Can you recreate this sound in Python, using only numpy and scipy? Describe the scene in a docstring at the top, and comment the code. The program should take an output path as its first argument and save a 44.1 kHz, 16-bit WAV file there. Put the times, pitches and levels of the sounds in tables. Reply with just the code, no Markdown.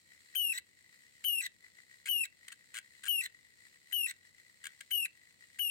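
"""In a quiet room, a small bare electric motor runs off a battery on a foam block, very close by.
Its brushes (the sliding contacts) hiss, and its shaft rubs once a turn. Near top speed the shaft
rattles in its dry bearing, catches, and whirls round inside it with a squeal. This brakes the motor,
and the squeal collapses into a short growl. Then the shaft comes free and the motor spins up again."""
import sys
import numpy as np
from scipy import signal
from scipy.fft import rfft, irfft, next_fast_len
from scipy.io import wavfile

SR = 44100
rng = np.random.default_rng(int(sys.argv[2]) if len(sys.argv) > 2 else 0)


def transcribe(u):
    """Save the signal u as a 16-bit wav file named by the first command-line argument.

    u: samples, shape (n,) or (channels, n), limited to [-1, 1]; the rate is SR.
    q: integer samples, one column per channel.
    """
    v = np.clip(np.atleast_2d(u).T, -1, 1)
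    q = np.round(v * 32767).astype(np.int16)
    wavfile.write(sys.argv[1], SR, q)


N = 251370
TIME = np.arange(N) / SR
TOP_SPEED = 85  # turns per second

# The times the shaft catches. Each row: when it catches, collapses into a growl and comes free,
# all in seconds, then the squeal's starting pitch in Hz and its base level in dB.
CATCHES = [(.355, .528, .588, 3120, -30.5), (1.246, 1.411, 1.468, 3075, -31),
           (2.087, 2.240, 2.259, 3055, -30.3), (3.082, 3.213, 3.264, 3043, -30.3),
           (3.928, 4.066, 4.115, 3062, -31), (4.913, 5.056, 5.061, 3060, -31.5),
           (5.593, 5.735, 5.785, 3015, -32.5)]


def from_db(db):
    """Turn decibels into a gain to multiply by."""
    return 10 ** (np.asarray(db) / 20)


def rms_one(x):
    """Scale a signal to an average power of 1."""
    return x / np.sqrt(np.mean(x ** 2) + 1e-20)


def drift(rate_hz):
    """A random wander of typical size 1, mostly slower than the given rate."""
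    slow = signal.sosfilt(signal.butter(2, rate_hz, fs=SR, output="sos"), rng.standard_normal(N + SR))
    return rms_one(slow[SR:])


def swell(at, width_s=.0022):
    """The bell-shaped rise and fall of one burst of bounces."""
    return np.exp(-.5 * np.minimum(((TIME - at) / width_s) ** 2, 100))


def between(starts, ends):
    """1 from each start to its end, otherwise 0."""
    return sum(1.0 * ((TIME > start) & (TIME < end)) for start, end in zip(starts, ends))


def colour(x, points):
    """Shape the tone with one curve of (Hz, dB) points per channel; white noise keeps its power."""
    hz, *curves = np.transpose(points)
    size = 2 * next_fast_len(N // 2 + SR // 2)
    f = np.maximum(np.fft.rfftfreq(size, 1 / SR), 1)
    roll_off = np.minimum(f / hz[0], 1) ** 2 * np.minimum(hz[-1] / f, 1)
    gain = rms_one(roll_off * from_db([np.interp(np.log(f), np.log(hz), c) for c in curves]))
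    # make the filter ring only after a hit, never before it
    cepstrum = irfft(np.log(gain + 1e-9))
    cepstrum[:, 1:size // 2] *= 2
    cepstrum[:, size // 2 + 1:] = 0
    return irfft(rfft(x, size) * np.exp(rfft(cepstrum)))[:, :N]


def rotor_speed(drag):
    """Turns per second: the battery pulls towards top speed, the bearing's drag towards a crawl."""
    start_speed, crawl_speed = 64, 33
    spin_up_s, brake_s = .46, .035
    settling = np.exp(np.cumsum(1 / spin_up_s + drag / brake_s) / SR)
    pull = TOP_SPEED / spin_up_s + drag * crawl_speed / brake_s
    return (start_speed + np.cumsum(pull * settling) / SR) / settling


def rub(contact, level_db, ring_hz, width_hz):
    """Once a turn the shaft scrapes its bearing, which makes the shaft bend and ring."""
    decay = np.exp(-np.pi * width_hz / SR)
    pole = decay * np.exp(2j * np.pi * ring_hz / SR)
    stick_slip = np.sin(2 * np.pi * np.cumsum(ring_hz * (1 + .0546 * drift(rate_hz=393))) / SR)
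    scrape = contact * (stick_slip + 2.2 * rng.standard_normal(N))
    ringing = signal.lfilter([1 - decay], [1, -pole], scrape)
    # the ring reaches the right side later and weaker
    ears = np.array([rms_one(ringing.real), rms_one((ringing * np.exp(-2.1j)).real)])
    return from_db(level_db) * from_db([[.5], [-5.0]]) * ears


def brushes(angle, turn_pulse, level_db):
    """The brushes slide with a grainy hiss and tick faintly over six contact gaps each turn."""
    # How the metal case colours the hiss. Each row: frequency in Hz, left and right gain in dB.
    case_tone = [(1296, -16, -17), (1590, -11, -15.5), (2170, -7.5, -1), (3360, -6, -33.5), (4040, -5, 0),
                 (5040, -8.5, -11), (6750, -13.5, -11.5), (7230, -4, -4), (8760, -5.5, -9.5),
                 (9780, -12, -23.5), (10460, -20, -24.5), (12800, -17.5, -19.5), (16300, -19.5, -14.5)]
    gaps = np.diff(np.floor(6 * angle / (2 * np.pi)), prepend=0)
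    ticks = gaps * from_db(3 * rng.standard_normal(N))
    sparks = signal.lfilter([1], [1, -np.exp(-1 / (.0006 * SR))], ticks)
    pressure = 1 + .81 * turn_pulse + .35 * np.cos(3 * angle) + 1.4 * sparks
    return from_db(level_db) * colour(rms_one(pressure * rng.standard_normal((2, N))), case_tone)


def room_tone():
    """The quiet room's faint, low noise, a little stronger on the left."""
    # The tone of that noise. Each row: frequency in Hz, relative level in dB.
    air_tone = [(15, -61), (25, -28), (91, -3), (126, -7), (152, -6), (234, -7.5), (415, -14), (492, -11),
                (659, -19), (1000, -22), (1300, -39), (2200, -120)]
    return from_db(-78) * colour(rng.standard_normal((2, N)), air_tone) * from_db([[2.2], [-2.2]])


def bursts():
    """List the shaft's bursts of bounces: time in seconds, base level in dB, rough bounces per second."""
    # Rattles made of evenly spaced bursts. 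Each row: first burst, last burst and rough spacing
    # in seconds, base level in dB, rough bounces per second.
    rattles = [(2.060, 2.080, .007, -38.5, 1700), (2.484, 2.484, .008, -40.5, 1750),
               (2.522, 2.527, .005, -41.5, 1250), (2.745, 2.787, .008, -37.5, 1720),
               (3.038, 3.043, .005, -40, 1850), (3.056, 3.072, .008, -37.3, 1550),
               (4.643, 4.670, .0135, -37.7, 1850), (4.810, 4.810, .008, -38.5, 2000)]
    growth_db_per_s, lead_s = 70, .003
    rows = []
    for first, last, spacing, level_db, per_s in rattles:
        times = np.linspace(first, last, 1 + int(round(abs(last - first) / spacing)))
        rows += [(at, level_db + growth_db_per_s * (at - times.mean()), per_s) for at in times]
    # one burst just before each catch, another just before the shaft comes free
    for catch, _, free, *_ in CATCHES:
        rows += [(catch - lead_s, -40.5, 2100), (free - lead_s, -43.5, 2150)]
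    return rows


def rattle(growling, skid_db, skid_hz, speed_up):
    """The loose shaft bounces in its bearing, fastest mid-burst; it also skids under each growl."""
    # How the metal case colours the knocks. Each row: frequency in Hz, left and right gain in dB.
    case_tone = [(790, -51, -43), (1142, -4.5, -7), (1297, -9.5, -15.5), (1613, 9.5, 2), (1760, -5.5, -15),
                 (2220, 3.5, 3), (2460, -0.5, -14.5), (3100, 2.5, -37), (3880, -10, -3.5),
                 (5170, -15.5, -17), (6830, -21, -6.5), (7200, -8.5, -2.5), (9160, -0.5, -17),
                 (10540, -24.5, -19.5), (13200, -16.5, -25), (15300, -23.5, -13.5)]
    rows = bursts()
    detunes = np.exp(.15 * rng.standard_normal(len(rows)))  # each burst has its own pace
    powers, rates = [], []
    for (at, level_db, per_s), detune in zip(rows, detunes):
        bell = swell(at)
        powers.append((from_db(level_db) * bell) ** 2)
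        rates.append(per_s * detune * (1 + speed_up * (bell - .6)))
    powers.append(from_db(skid_db) ** 2 * growling + 1e-16)
    rates.append(skid_hz)
    power = sum(powers)
    # bounces are nearly regular, so each burst is a tiny gritty chirp
    unevenness, scatter_db, grit = .17, 2.4, .45
    rate = sum(p * r for p, r in zip(powers, rates)) / power * np.exp(unevenness * drift(rate_hz=960))
    hits = np.diff(np.floor(np.cumsum(rate) / SR), prepend=0)
    hits *= from_db(scatter_db * rng.standard_normal(N))
    knocks = np.sqrt(power) * (rms_one(hits - hits.mean()) + grit * rng.standard_normal((2, N)))
    return from_db(-2.5) * colour(knocks, case_tone)


def whirl(events, partials, angle, wobble, rasp_db, throb_db, flutter_db, flutter_hz, jitter_hz,
          edge_s, sag, slip_s):
    """The caught shaft rolls round inside its bearing, sounding a stack of tones called partials."""
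    out = np.zeros((2, N))
    # the worn, turning surface shifts some partials and makes each flutter
    flutter = [from_db(flutter_db * drift(flutter_hz) * min(k / 2, 1)) for k, *_ in partials]
    slip = [shift * angle + jitter * drift(jitter_hz) for *_, shift, jitter in partials]
    # friction wraps each partial in equally strong noise, so the weak ones sound raspy
    rasp = [from_db(rasp_db) * (drift(jitter_hz) + 1j * drift(jitter_hz)) / np.sqrt(2) for _ in partials]
    for start, end, start_hz, end_hz, level_db, crest_s in events:
        span = (TIME > start - 10 * edge_s) & (TIME < end + 10 * edge_s)
        t = TIME[span]
        along = np.interp(t, [start, end], [0, 1])
        caught = .5 * (1 + np.tanh((t - start) / edge_s))
        grip = caught * .5 * (1 - np.tanh((t - end) / edge_s))
        # the pitch glides fastest at first, when friction brakes hardest
        glide_hz = start_hz + (end_hz - start_hz) * (along + .299 * along * (1 - along))
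        # it swoops up as the shaft catches and bends down as it lets go
        loose = 1 - caught + .5 * (1 + np.tanh((t - end) / slip_s))
        hz = glide_hz * (1 + wobble[span]) * (1 - sag * loose)
        phase = 2 * np.pi * np.cumsum(hz) / SR
        # the level throbs once a turn, ever deeper, with a crest at crest_s
        throb = np.cos(angle[span] - np.interp(crest_s, TIME, angle))
        level = np.sqrt(2) * grip * from_db(level_db + throb_db * along * throb)
        for k, (multiple, left0, left1, right0, right1, lag, *_) in enumerate(partials):
            sides_db = [left0 + (left1 - left0) * along, right0 + (right1 - right0) * along]
            gain = flutter[k][span] * from_db(sides_db) + rasp[k][span]
            tone = np.exp(1j * (multiple * phase + slip[k][span] - [[0], [lag]]))
            out[:, span] += level * np.imag(gain * tone)
    return out


def squeal(angle):
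    """A fast, clean, sinking whirl; the slightly oval shaft bends the pitch as it turns."""
    # The squeal's tones. Each row: multiple of the pitch, left start and end gain in dB, right start
    # and end gain in dB, right lag in radians, shift in cycles per turn, phase jitter in radians.
    partials = [(1, 0.5, -3, -19.5, -10, 1.5, 0, 0.006), (2, -29, -33, -31, -32, 1.4, 1, 0.13),
                (3, -13.5, -18, -25.5, -13, -2, 0, 0.54), (4, -1.5, -5.5, -9, -8, 4, 4.5, 0.3),
                (5, -46, -25.5, -30, -39, 1.7, 4, .8)]
    end_hz = 2664
    events = [(catch, collapse, hz, end_hz, db, collapse) for catch, collapse, _, hz, db in CATCHES]
    oval = .0017 * np.sin(angle) + .0095 * np.sin(2 * angle) + .0034 * np.cos(4 * angle)
    wobble = oval + .0027 * drift(rate_hz=95)
    return whirl(events, partials, angle, wobble, rasp_db=-31, throb_db=3, flutter_db=2.3,
                 flutter_hz=136, jitter_hz=225, edge_s=.0014, sag=.22, slip_s=.0027)


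def growl(angle):
    """A slower, rough whirl that keeps skidding and creeps up a little in pitch."""
    # The growl's tones. Each row: multiple of the pitch, left start and end gain in dB, right start
    # and end gain in dB, right lag in radians, shift in cycles per turn, phase jitter in radians.
    partials = [(1, -3, 2.5, -16, 2, 2.0, 0.0019, 0.036), (2, -17, -5, -14, -1, 2, 0, 0.73),
                (3, -13, -16.5, -14.5, -16.5, 1.06, 0, 0.58), (4, -4.5, -7, -7.5, -6.5, -0.5, 0.018, 0.19),
                (5, -31, -27, -34, -12, -3, 0, 1.3), (6, -13.5, -9.5, -18, -12, 4, 0, .8),
                (7, -21, -29, -21, -32, 1.5, 0.0097, 1.3), (8, -28, -5, -14, -45, -5, 0, 1.2)]
    start_hz, end_hz, base_db = 1945, 2005, -43
    events = [(collapse, free, start_hz, end_hz, base_db, collapse) for _, collapse, free, *_ in CATCHES]
    wobble = .024 * drift(rate_hz=120) + .012 * drift(rate_hz=900)
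    return whirl(events, partials, angle, wobble, rasp_db=-29, throb_db=5, flutter_db=4,
                 flutter_hz=111, jitter_hz=324, edge_s=.0013, sag=.15, slip_s=.0011)


def room(x, wet_db, fade_s, dull_hz):
    """Nearby surfaces throw back a few echoes, and the room adds a faint, short tail."""
    # The echoes. Each row: left delay and right delay in seconds, gain in dB.
    echoes = [(.0031, 0.0027, -18), (.0074, 0.0064, -17), (0.0099, .0131, -17)]
    early = np.zeros_like(x)
    for *delays, db in echoes:
        delayed = [np.interp(TIME - delay, TIME, side, left=0) for delay, side in zip(delays, x)]
        early += from_db(db) * np.array(delayed)
    t = TIME[:SR // 2]
    tail = rng.standard_normal((2, len(t))) * from_db(-60 * t / fade_s) * (1 - np.exp(-t / .004))
    tail = signal.sosfilt(signal.butter(2, dull_hz, fs=SR, output="sos"), tail)
    tail /= np.sqrt(np.sum(tail ** 2, axis=1, keepdims=True))
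    return x + early + from_db(wet_db) * signal.fftconvolve(x[:1], tail, axes=1)[:, :N]


def scene():
    """Work out how the motor turns, then add up its sounds and place them in the room."""
    catch, collapse, free, *_ = np.transpose(CATCHES)
    squealing, growling = between(catch, collapse), between(collapse, free)
    rattling = sum(swell(at) for at, *_ in bursts())
    speed = rotor_speed(drag=squealing + growling + .25 * rattling)
    angle = 2 * np.pi * np.cumsum(speed) / SR
    turn_pulse = np.exp(2.2 * (np.cos(angle) - 1))
    # friction grows with speed and wanders as the shaft shifts in its bearing
    octaves, wander = np.log2(speed / TOP_SPEED), drift(rate_hz=8.6)
    rub_db = -61.5 + 7 * octaves + 2.57 * wander
    brush_db = -64.5 + 5.5 * octaves + 1.4 * wander
    # each touch has its own force; a squealing shaft rolls instead of rubbing
    contact = (turn_pulse + .23) * from_db(2.55 * drift(rate_hz=25)) * (1 - squealing)
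    motor = squeal(angle) + growl(angle) + rattle(growling, skid_db=-52, skid_hz=1918, speed_up=.4)
    motor += rub(contact, rub_db, ring_hz=1948, width_hz=234) + brushes(angle, turn_pulse, brush_db)
    return room_tone() + room(motor, wet_db=-24.5, fade_s=.18, dull_hz=4600)


def record(dry):
    """Cut off the very highest treble steeply."""
    cutoff_hz = 15850
    return signal.sosfilt(signal.ellip(12, .2, 80, cutoff_hz, fs=SR, output="sos"), dry)


dry = scene()
out = record(dry)
transcribe(out)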